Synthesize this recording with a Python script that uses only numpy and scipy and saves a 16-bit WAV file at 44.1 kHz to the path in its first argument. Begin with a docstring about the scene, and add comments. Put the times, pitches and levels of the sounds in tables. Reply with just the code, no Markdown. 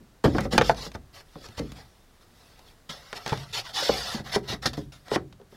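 """Plywood boards in a van

Two thin plywood boards are stood on a hollow counter in a small wood-lined van and slid against each
other. Each knock rings the board and thumps the cabinet under it. Between knocks edges scrape and faces
rub: a dense rain of tiny slips in the board's resonances. The van adds a short, boomy tail over a
quiet background."""
import sys
import numpy as np
from scipy import signal
from scipy.fft import rfft, irfft, next_fast_len
from scipy.io import wavfile
from scipy.ndimage import uniform_filter1d, map_coordinates

SR = 44100
rng = np.random.default_rng(int(sys.argv[2]) if len(sys.argv) > 2 else 0)


def inscribe(sig):
    """Save sig as 16-bit PCM at rate SR to the path in sys.argv[1].

    A 1-D sig is mono; a 2-D sig holds one channel per row.
    Samples are clipped to [-1, 1] before scaling.
    """
    pcm = np.round(np.clip(np.atleast_2d(sig).T, -1, 1) * 32767)
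    wavfile.write(sys.argv[1], SR, pcm.astype(np.int16))


N = 245195
EVENT_N = SR  # samples per event
EVENT_TIME_S = np.arange(EVENT_N) / SR
LN_1000 = np.log(1000)  # 60 dB in nepers


def undb(db):
    """Decibels to gain."""
    return 10 ** (np.asarray(db) / 20)


def unit(x):
    """Scale to rms 1."""
    return x / np.sqrt(np.mean(x ** 2))


def unit_hit(x):
    """Scale to the energy of 10 ms at rms 1."""
    return x / np.sqrt(np.sum(x ** 2) / (SR / 100))


def at(points, hz):
    """Read (freq_hz, value) points on a log-frequency axis."""
    f, value = np.transpose(points)
    return np.interp(np.log(np.maximum(hz, 1)), np.log(f), value)


def add(out, start_s, x):
    """Mix x into out."""
    i = int(start_s * SR)
    out[i:i + len(x)] += x[:len(out) - i]


def through(x, response):
    """Filter by a complex response(freq_hz)."""
    size = next_fast_len(2 * len(x))
    return irfft(rfft(x, size) * response(np.fft.rfftfreq(size, 1 / SR)), size)[:len(x)]


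def resonate(x, hz, width_hz, db=0):
    """One resonance with peak gain db."""
    return through(x, lambda f: undb(db) * 1j * f * width_hz / (hz ** 2 - f ** 2 + 1j * f * width_hz))


def lag(force, lag_s):
    """Ringing follows the rubbing force with a short lag."""
    return through(force, lambda f: 1 / (1 + 2j * np.pi * f * lag_s))


def soften(x, corner_hz, damping=1.352):
    """A yielding contact passes little above its corner."""
    return through(x, lambda f: 1 / (1 + damping * 1j * f / corner_hz - (f / corner_hz) ** 2))


def walk(rate_hz):
    """Random wander at rms 1."""
    hold = int(SR / rate_hz)
    steps = np.repeat(rng.standard_normal(N // hold + 1), hold)
    return unit(uniform_filter1d(steps, hold)[:N])


def drift(x, share):
    """Let the pitch wander by a share of itself."""
    return map_coordinates(x, [np.cumsum(1 + share * walk(11))], order=3, mode="mirror")


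def ring(modes, scatter_db, detune):
    """Decaying modes: the strike point sets each size and sign, the grip shifts the pitch."""
    t, out = EVENT_TIME_S, 0
    for hz, db, t60_s in modes:
        size, shift, side = rng.standard_normal(3)
        tone = np.sin(2 * np.pi * hz * (1 + detune * shift) * t)
        out += np.sign(side) * undb(db + scatter_db * size) * tone * np.exp(-LN_1000 * t / t60_s)
    return unit_hit(out)


def dense_modes(colour, decay):
    """Countless overlapping modes: half-octave noise bands, each dying at its own rate."""
    f = np.fft.rfftfreq(EVENT_N, 1 / SR)
    noise, out = rfft(rng.standard_normal(EVENT_N)), 0
    for hz in 45 * 2 ** (np.arange(18) / 2):
        band = irfft(noise * (np.abs(np.log2((f + 1) / hz)) < 1 / 4), EVENT_N)
        fade = np.exp(-LN_1000 * EVENT_TIME_S / at(decay, hz))
        out += unit_hit(band * fade) * undb(at(colour, hz)) * np.sqrt(hz)
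    return unit_hit(out)


def air(level_db=-58, drift_db=1):
    """Quiet background rumble and hiss."""
    # background spectrum: freq_hz, density_db
    colour = [(13, -26.5), (22, -1.5), (82, -13), (1740, -28.5), (2340, -33), (3940, -33), (4390, -34),
              (15000, -43)]
    gain = undb(level_db + drift_db * walk(2.7))
    return gain * unit(through(rng.standard_normal(N), lambda f: undb(at(colour, f))))


def van(x, wet_db=-18.5, delay_s=.004):
    """The small wooden cabin answers within milliseconds and holds the bass longest."""
    # tail spectrum: freq_hz, density_db
    colour = [(50, 7.5), (140, 5), (400, -2), (1200, -11.5), (5000, -9.5), (16000, -10)]
    # tail decay: freq_hz, t60_s
    decay = [(60, 1), (140, .58), (400, 0.34), (1000, 0.18), (4000, 0.17), (12000, .13)]
    tail = dense_modes(colour, decay)
    tail = np.r_[np.zeros(int(delay_s * SR)), tail / np.sqrt(np.sum(tail ** 2))]
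    return x + undb(wet_db) * signal.fftconvolve(x, tail)[:N]


def ticks():
    """A splinter or fingernail snaps past an edge, too light to ring the whole board."""
    # snaps: start_s, level_db, contact_hz
    snaps = [(0.4074, -39, 12000), (.534, -37, 8000), (0.6186, -28.5, 3970), (0.7454, -46, 6000),
             (0.917, -47.5, 5980), (1.487, -50, 7000), (1.595, -42, 7000), (1.719, -46.5, 9000),
             (2.592, -54, 9000), (3.129, -42, 5500), (3.262, -36, 5500), (3.2776, -34, 6000),
             (3.294, -36.5, 5000), (3.374, -41, 4500), (4.732, -45, 5000), (5.082, -46, 4980),
             (5.326, -52.5, 4510), (5.414, -62, 4000)]
    # tick spectrum: freq_hz, density_db
    colour = [(100, -12), (700, 5.5), (2000, -2.5), (5000, 0), (8000, -8.5), (15000, -8.5)]
    # tick decay: freq_hz, t60_s
    decay = [(500, 0.043), (5000, 0.027), (12000, 0.012)]
    out = np.zeros(N)
    for start_s, db, contact_hz in snaps:
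        add(out, start_s, undb(db) * unit_hit(soften(dense_modes(colour, decay), contact_hz)))
    return out


def rubbing(attack_share=.284, sag_db_per_s=15, release_s=.012,
            catch_s=.013, swell_db_per_s=300.5, brake_s=.003, finger_pressure_db=-1):
    """Yield (start_s, force, pressure_db) per gesture; pressure brings in the lower resonances."""
    # board drawn at an even pace: start_s, end_s, level_db, pressure_db
    strokes = [(0.286, 0.33, -54.5, 6), (0.328, .452, -44.5, 5), (0.533, 0.572, -38, 3.5),
               (0.618, 0.712, -37, -11), (0.746, 0.871, -40, -7.5), (1.125, 1.204, -50.5, 1),
               (1.748, 1.811, -59, 5), (2.205, 2.225, -63, -12), (2.64, 2.715, -62, -8),
               (3.252, 3.33, -44, 4.5), (3.341, 3.435, -50.5, -11.5), (3.523, 3.598, -31, -10.5),
               (3.631, 3.708, -43.5, -1.5), (3.727, 3.887, -28, -12), (3.878, 4.154, -32, -5),
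               (4.161, 4.204, -46, 1.5), (4.236, 4.318, -44.5, 4), (4.352, 4.366, -38, -13.5),
               (4.423, 4.482, -53, 5.5), (4.474, 4.533, -34.5, 0), (4.617, 4.655, -40.5, 4),
               (5.046, 5.102, -56, 9.5), (5.498, 5.56, -61.5, 5)]
    # board gathering speed until stopped: start_s, stop_s, final_db, pressure_db
    shoves = [(.505, .534, -29.5, 4.5), (0.931, 0.955, -44.5, -2), (1.401, 1.462, -46, -1),
              (1.566, 1.592, -37.5, 0.5), (3.143, 3.179, -41, 2), (4.313, 4.358, -25, -2),
              (5.101, 5.157, -28, 1)]
    # edge catching and skidding off: start_s, level_db, t60_s, pressure_db
    scuffs = [(0.239, -28.5, 0.1561, -12), (2.891, -35.5, 0.2477, -1), (3.276, -43, 0.0053, -3.5),
              (4.657, -18, 0.0811, -15), (4.732, -37.5, .09, -0.5), (4.77, -45.5, 0.22, -9),
              (4.92, -48.5, 0.3056, -16.5)]
    # fingers shifting on the held board: time_s, level_db
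    fingers = [(1.25, -70), (1.36, -60), (1.68, -56.5), (1.899, -66), (2.15, -78), (2.29, -74),
               (2.401, -62), (2.58, -63), (2.82, -82), (2.98, -58.5), (3.24, -49.5), (3.521, -56)]
    t = EVENT_TIME_S
    for start_s, end_s, db, pressure_db in strokes:
        length_s = end_s - start_s
        attack = np.minimum(t / (attack_share * min(length_s, .15)), 1)
        release = np.exp(-np.maximum(t - length_s, 0) / release_s)
        yield start_s, attack * undb(db - sag_db_per_s * t) * release, pressure_db
    for start_s, stop_s, db, pressure_db in shoves:
        length_s = stop_s - start_s
        attack = np.minimum(t / catch_s, 1)
        swell = undb(db - swell_db_per_s * np.maximum(length_s - t, 0))
        release = np.exp(-np.maximum(t - length_s, 0) / brake_s)
        yield start_s, attack * swell * release, pressure_db
    for start_s, db, t60_s, pressure_db in scuffs:
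        yield start_s, undb(db) * np.exp(-LN_1000 * t / t60_s), pressure_db
    finger_db = np.interp(np.arange(N) / SR, *np.transpose(fingers), left=-np.inf, right=-np.inf)
    yield 0, undb(finger_db), finger_pressure_db


def fine_modes(slips, spot_s=.05, t60_s=.014):
    """The board's fine modes form a new pattern at each spot the contact crosses."""
    out, t = np.zeros(N), np.arange(SR // 20) / SR
    hop = int(spot_s * SR)
    window = np.sin(np.pi * np.arange(2 * hop) / (2 * hop))
    for i in range(0, N, hop):
        here = slips[i:i + 2 * hop]
        pattern = rng.standard_normal(len(t)) * np.exp(-LN_1000 * t / t60_s)
        add(out, i / SR, signal.fftconvolve(here * window[:len(here)], pattern))
    return out


def sliding_modes(push, peaks, drift_share=.005, wander_db=2):
    """As the contact travels, each board resonance swells, fades and shifts in pitch."""
    return unit(sum(drift(resonate(push, *peak), drift_share) * undb(wander_db * walk(16))
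                    for peak in peaks))


def slides(slips_per_s=20000, spread_db=2.5, max_slip_db=9, judder_db=1, fibre_hz=7500,
           low_db=-2, high_db=-3, grain_db=-2, rumble_db=-12, skin_db=-35):
    """Fibres catch and slip, driving the board's resonances and shaking the counter."""
    # lower resonances, needing pressure: centre_hz, width_hz, gain_db
    low_peaks = [(533, 90, -0.5), (763.3, 110, 1.5), (1084, 190, -9), (1312.1, 55, 1.5), (1649, 160, -5),
                 (1965.6, 86, 0.5)]
    # upper resonances: centre_hz, width_hz, gain_db
    high_peaks = [(2866, 210, -7), (3581, 390, 0.5), (3898, 110, -6.5), (4415, 190, 0.5), (4887, 200, -3),
                  (5240, 240, 1.5), (5732, 330, -6)]
    # fibre slip spectrum: freq_hz, density_db
    grain_colour = [(100, -20), (350, -3.5), (800, 1), (2400, -2.5), (3600, 1), (5400, -4.5), (7000, -9),
                    (9000, -15.5), (12000, -17.5), (16000, -31.5)]
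    rub, pressed = np.zeros(N), np.zeros(N)
    for start_s, force, pressure_db in rubbing():
        add(rub, start_s, force)
        add(pressed, start_s, force * undb(pressure_db))
    sizes = undb(np.minimum(spread_db * rng.exponential(size=N), max_slip_db))
    impulses = (rng.random(N) < slips_per_s / SR) * rng.choice([-1, 1], N)
    slips = unit(impulses * sizes * undb(judder_db * walk(120)))
    push = soften(slips, fibre_hz)
    low = undb(low_db) * sliding_modes(push, low_peaks)
    high = undb(high_db) * sliding_modes(push, high_peaks)
    grain = undb(grain_db) * unit(through(fine_modes(slips), lambda f: undb(at(grain_colour, f))))
    rumble = undb(rumble_db) * unit(resonate(slips, hz=114.28, width_hz=59))
    # fingers creeping on wood: thin hiss, growing slowly with force
    skin = np.sqrt(np.abs(rub)) * resonate(slips, hz=10360, width_hz=4700, db=skin_db)
    return lag(pressed, lag_s=.011) * (low + rumble) + lag(rub, lag_s=.002) * (high + grain) + skin


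def bending(hz, ring_cycles=26, grip_t60_s=.12, knee_hz=504.7, fall_db_per_oct=4.5):
    """The board flexes, damped by the hand; held tightly, it bends higher and less."""
    t = EVENT_TIME_S
    fade = np.exp(-LN_1000 * t * (hz / ring_cycles + 1 / grip_t60_s))
    gain = undb(-fall_db_per_oct * max(np.log2(hz / knee_hz), 0))
    return gain * unit_hit(build_up(np.sin(2 * np.pi * hz * t) * fade))


def build_up(x, rise_s=.00206):
    """Heavier motions take a moment to start."""
    return x * (1 - np.exp(-EVENT_TIME_S / rise_s))


def cabinet(modes_db=-2, panels_db=-3):
    """The hollow cabinet thumps under a blow."""
    # main modes: pitch_hz, level_db, t60_s
    modes = [(54.31, -14, .45), (103.86, -13, 0.15), (123.85, -4.5, .14), (142, -0.5, 0.12),
             (175.07, -7, 0.2), (229.06, -1, 0.11), (310.6, -4.5, .17), (345, -6.5, 0.17)]
    # weaker panel modes: freq_hz, density_db
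    colour = [(45, -12.5), (80, -7.5), (130, -1.5), (300, -5), (500, -7), (900, -28.5), (2000, -65),
              (16000, -90)]
    # panel decay: freq_hz, t60_s
    decay = [(60, 0.28), (300, 0.18), (1000, 0.12)]
    boom = undb(modes_db) * ring(modes, scatter_db=2, detune=.01812)
    return build_up(boom + undb(panels_db) * dense_modes(colour, decay))


def board(modes_db=-3, dense_db=-2, tick_db=-3, tick_s=.000077):
    """Struck plywood ticks at the contact and rings."""
    # main modes: pitch_hz, level_db, t60_s
    modes = [(427.3, -8, 0.047), (527.4, 4.5, 0.064), (619.5, -5.5, 0.059), (723.3, -9.5, .1),
             (777.4, 1, 0.053), (918, 0.5, 0.04), (1106.7, -2, 0.029), (1189.8, -3.5, 0.068),
             (1434, -5.5, 0.071), (1629.5, -9, 0.041), (1810, 3.5, 0.038), (2236, -8, .07),
             (2395.3, -4.5, .07), (3106, -1, .035), (3536, -5, .04), (4960, -3.5, .025)]
    # dense wood modes: freq_hz, density_db
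    colour = [(60, -25), (150, -8.5), (300, -3.5), (550, 7), (1000, 2), (1700, -2), (2600, -16),
              (4200, -4.5), (7000, -5.5), (16000, -25.5)]
    # their decay: freq_hz, t60_s
    decay = [(100, .16), (500, 0.073), (1500, 0.085), (4000, .028), (10000, 0.018)]
    t = EVENT_TIME_S
    tick = undb(tick_db) * unit_hit((1 - t / tick_s) * np.exp(-t / tick_s))
    ringing = undb(modes_db) * ring(modes, scatter_db=2, detune=.00906)
    return tick + ringing + undb(dense_db) * dense_modes(colour, decay)


def knocks(rebound_s=.005, rebound_spread=.2, rebound_db=-10):
    """Each blow rings the board, thumps the cabinet and bounces once; soft contact cuts the treble."""
    # blows: start_s, level_db, contact_hz, bend_hz, thump_db
    blows = [(.005, -49.5, 293, 134.2, 8.5), (.2418, -21.5, 1110, 421, 3.5), (.2501, -20, 1674, 306.7, 0),
             (.258, -20.5, 1100, 159.2, 3.5), (.278, -22, 600, 310, 0.5), (.349, -24, 1000, 319.5, 5),
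             (.384, -22.5, 1974, 1582, 0.5), (.408, -30, 450, 217.4, 0), (.453, -31, 1090, 539.5, 5.5),
             (.532, -24.5, 940, 204.4, 4), (.548, -24, 620, 202, -1), (.5798, -13, 4400, 1566, -3),
             (.6125, -16.5, 2120, 501.4, -8.5), (.6957, -12, 1313, 877.7, -18.5),
             (.865, -43.5, 2020, 472, 4.5), (.950, -35.5, 1508, 92.2, -1), (1.356, -40, 967, 542, 3.5),
             (1.488, -43, 400, 105.3, -5), (1.579, -37, 900, 98, -6), (1.598, -30, 520, 502, 7),
             (1.616, -35, 467, 145, 1.5), (1.72, -42, 353.5, 198.5, -2.5), (2.894, -44, 300, 162, 1),
             (3.1289, -34, 3197, 1479, -11), (3.2626, -30, 2200, 867, -8), (3.3212, -22, 650, 139.8, -11),
             (3.328, -26, 1990, 906, -18.5), (3.824, -32.5, 700, 535, -7.5), (3.893, -17, 754, 493.2, -7),
             (4.146, -32, 750, 225.3, 0), (4.199, -34, 396, 145.3, -3), (4.361, -20.5, 910, 409.6, -5),
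             (4.498, -30.5, 597, 124, -3), (4.525, -35, 750, 340, 4.5), (4.6567, -28, 2500, 499.2, 3.5),
             (4.777, -31, 686.5, 292.3, 4.5), (5.1158, -24, 1073, 421, -6.5),
             (5.135, -27.5, 800, 562, -5.5), (5.16, -21.5, 1900, 330, -4), (5.399, -50, 897, 396, -3.5),
             (5.414, -52, 901, 397.3, -0.5), (5.523, -52.5, 806, 398, 5)]
    out = np.zeros(N)
    for start_s, db, contact_hz, bend_hz, thump_db in blows:
        wood = board()
        knock = wood + bending(bend_hz) + undb(thump_db) * cabinet()
        delay_s = rebound_s * np.exp(rebound_spread * rng.standard_normal())
        add(knock, delay_s, undb(rebound_db) * wood)
        add(out, start_s, undb(db) * soften(knock, contact_hz))
    return out


def scene():
    """Knocks, ticks and slides inside the van, mono."""
    return (air() + van(knocks() + ticks() + slides()))[None]


def record(dry, ceiling=.88, top_hz=15850):
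    """Clip just under full scale, then low-pass."""
    lowpass = signal.ellip(10, .2, 80, top_hz, fs=SR, output="sos")
    return signal.sosfilt(lowpass, np.clip(dry, -ceiling, ceiling))


dry = scene()
out = record(dry)
inscribe(out)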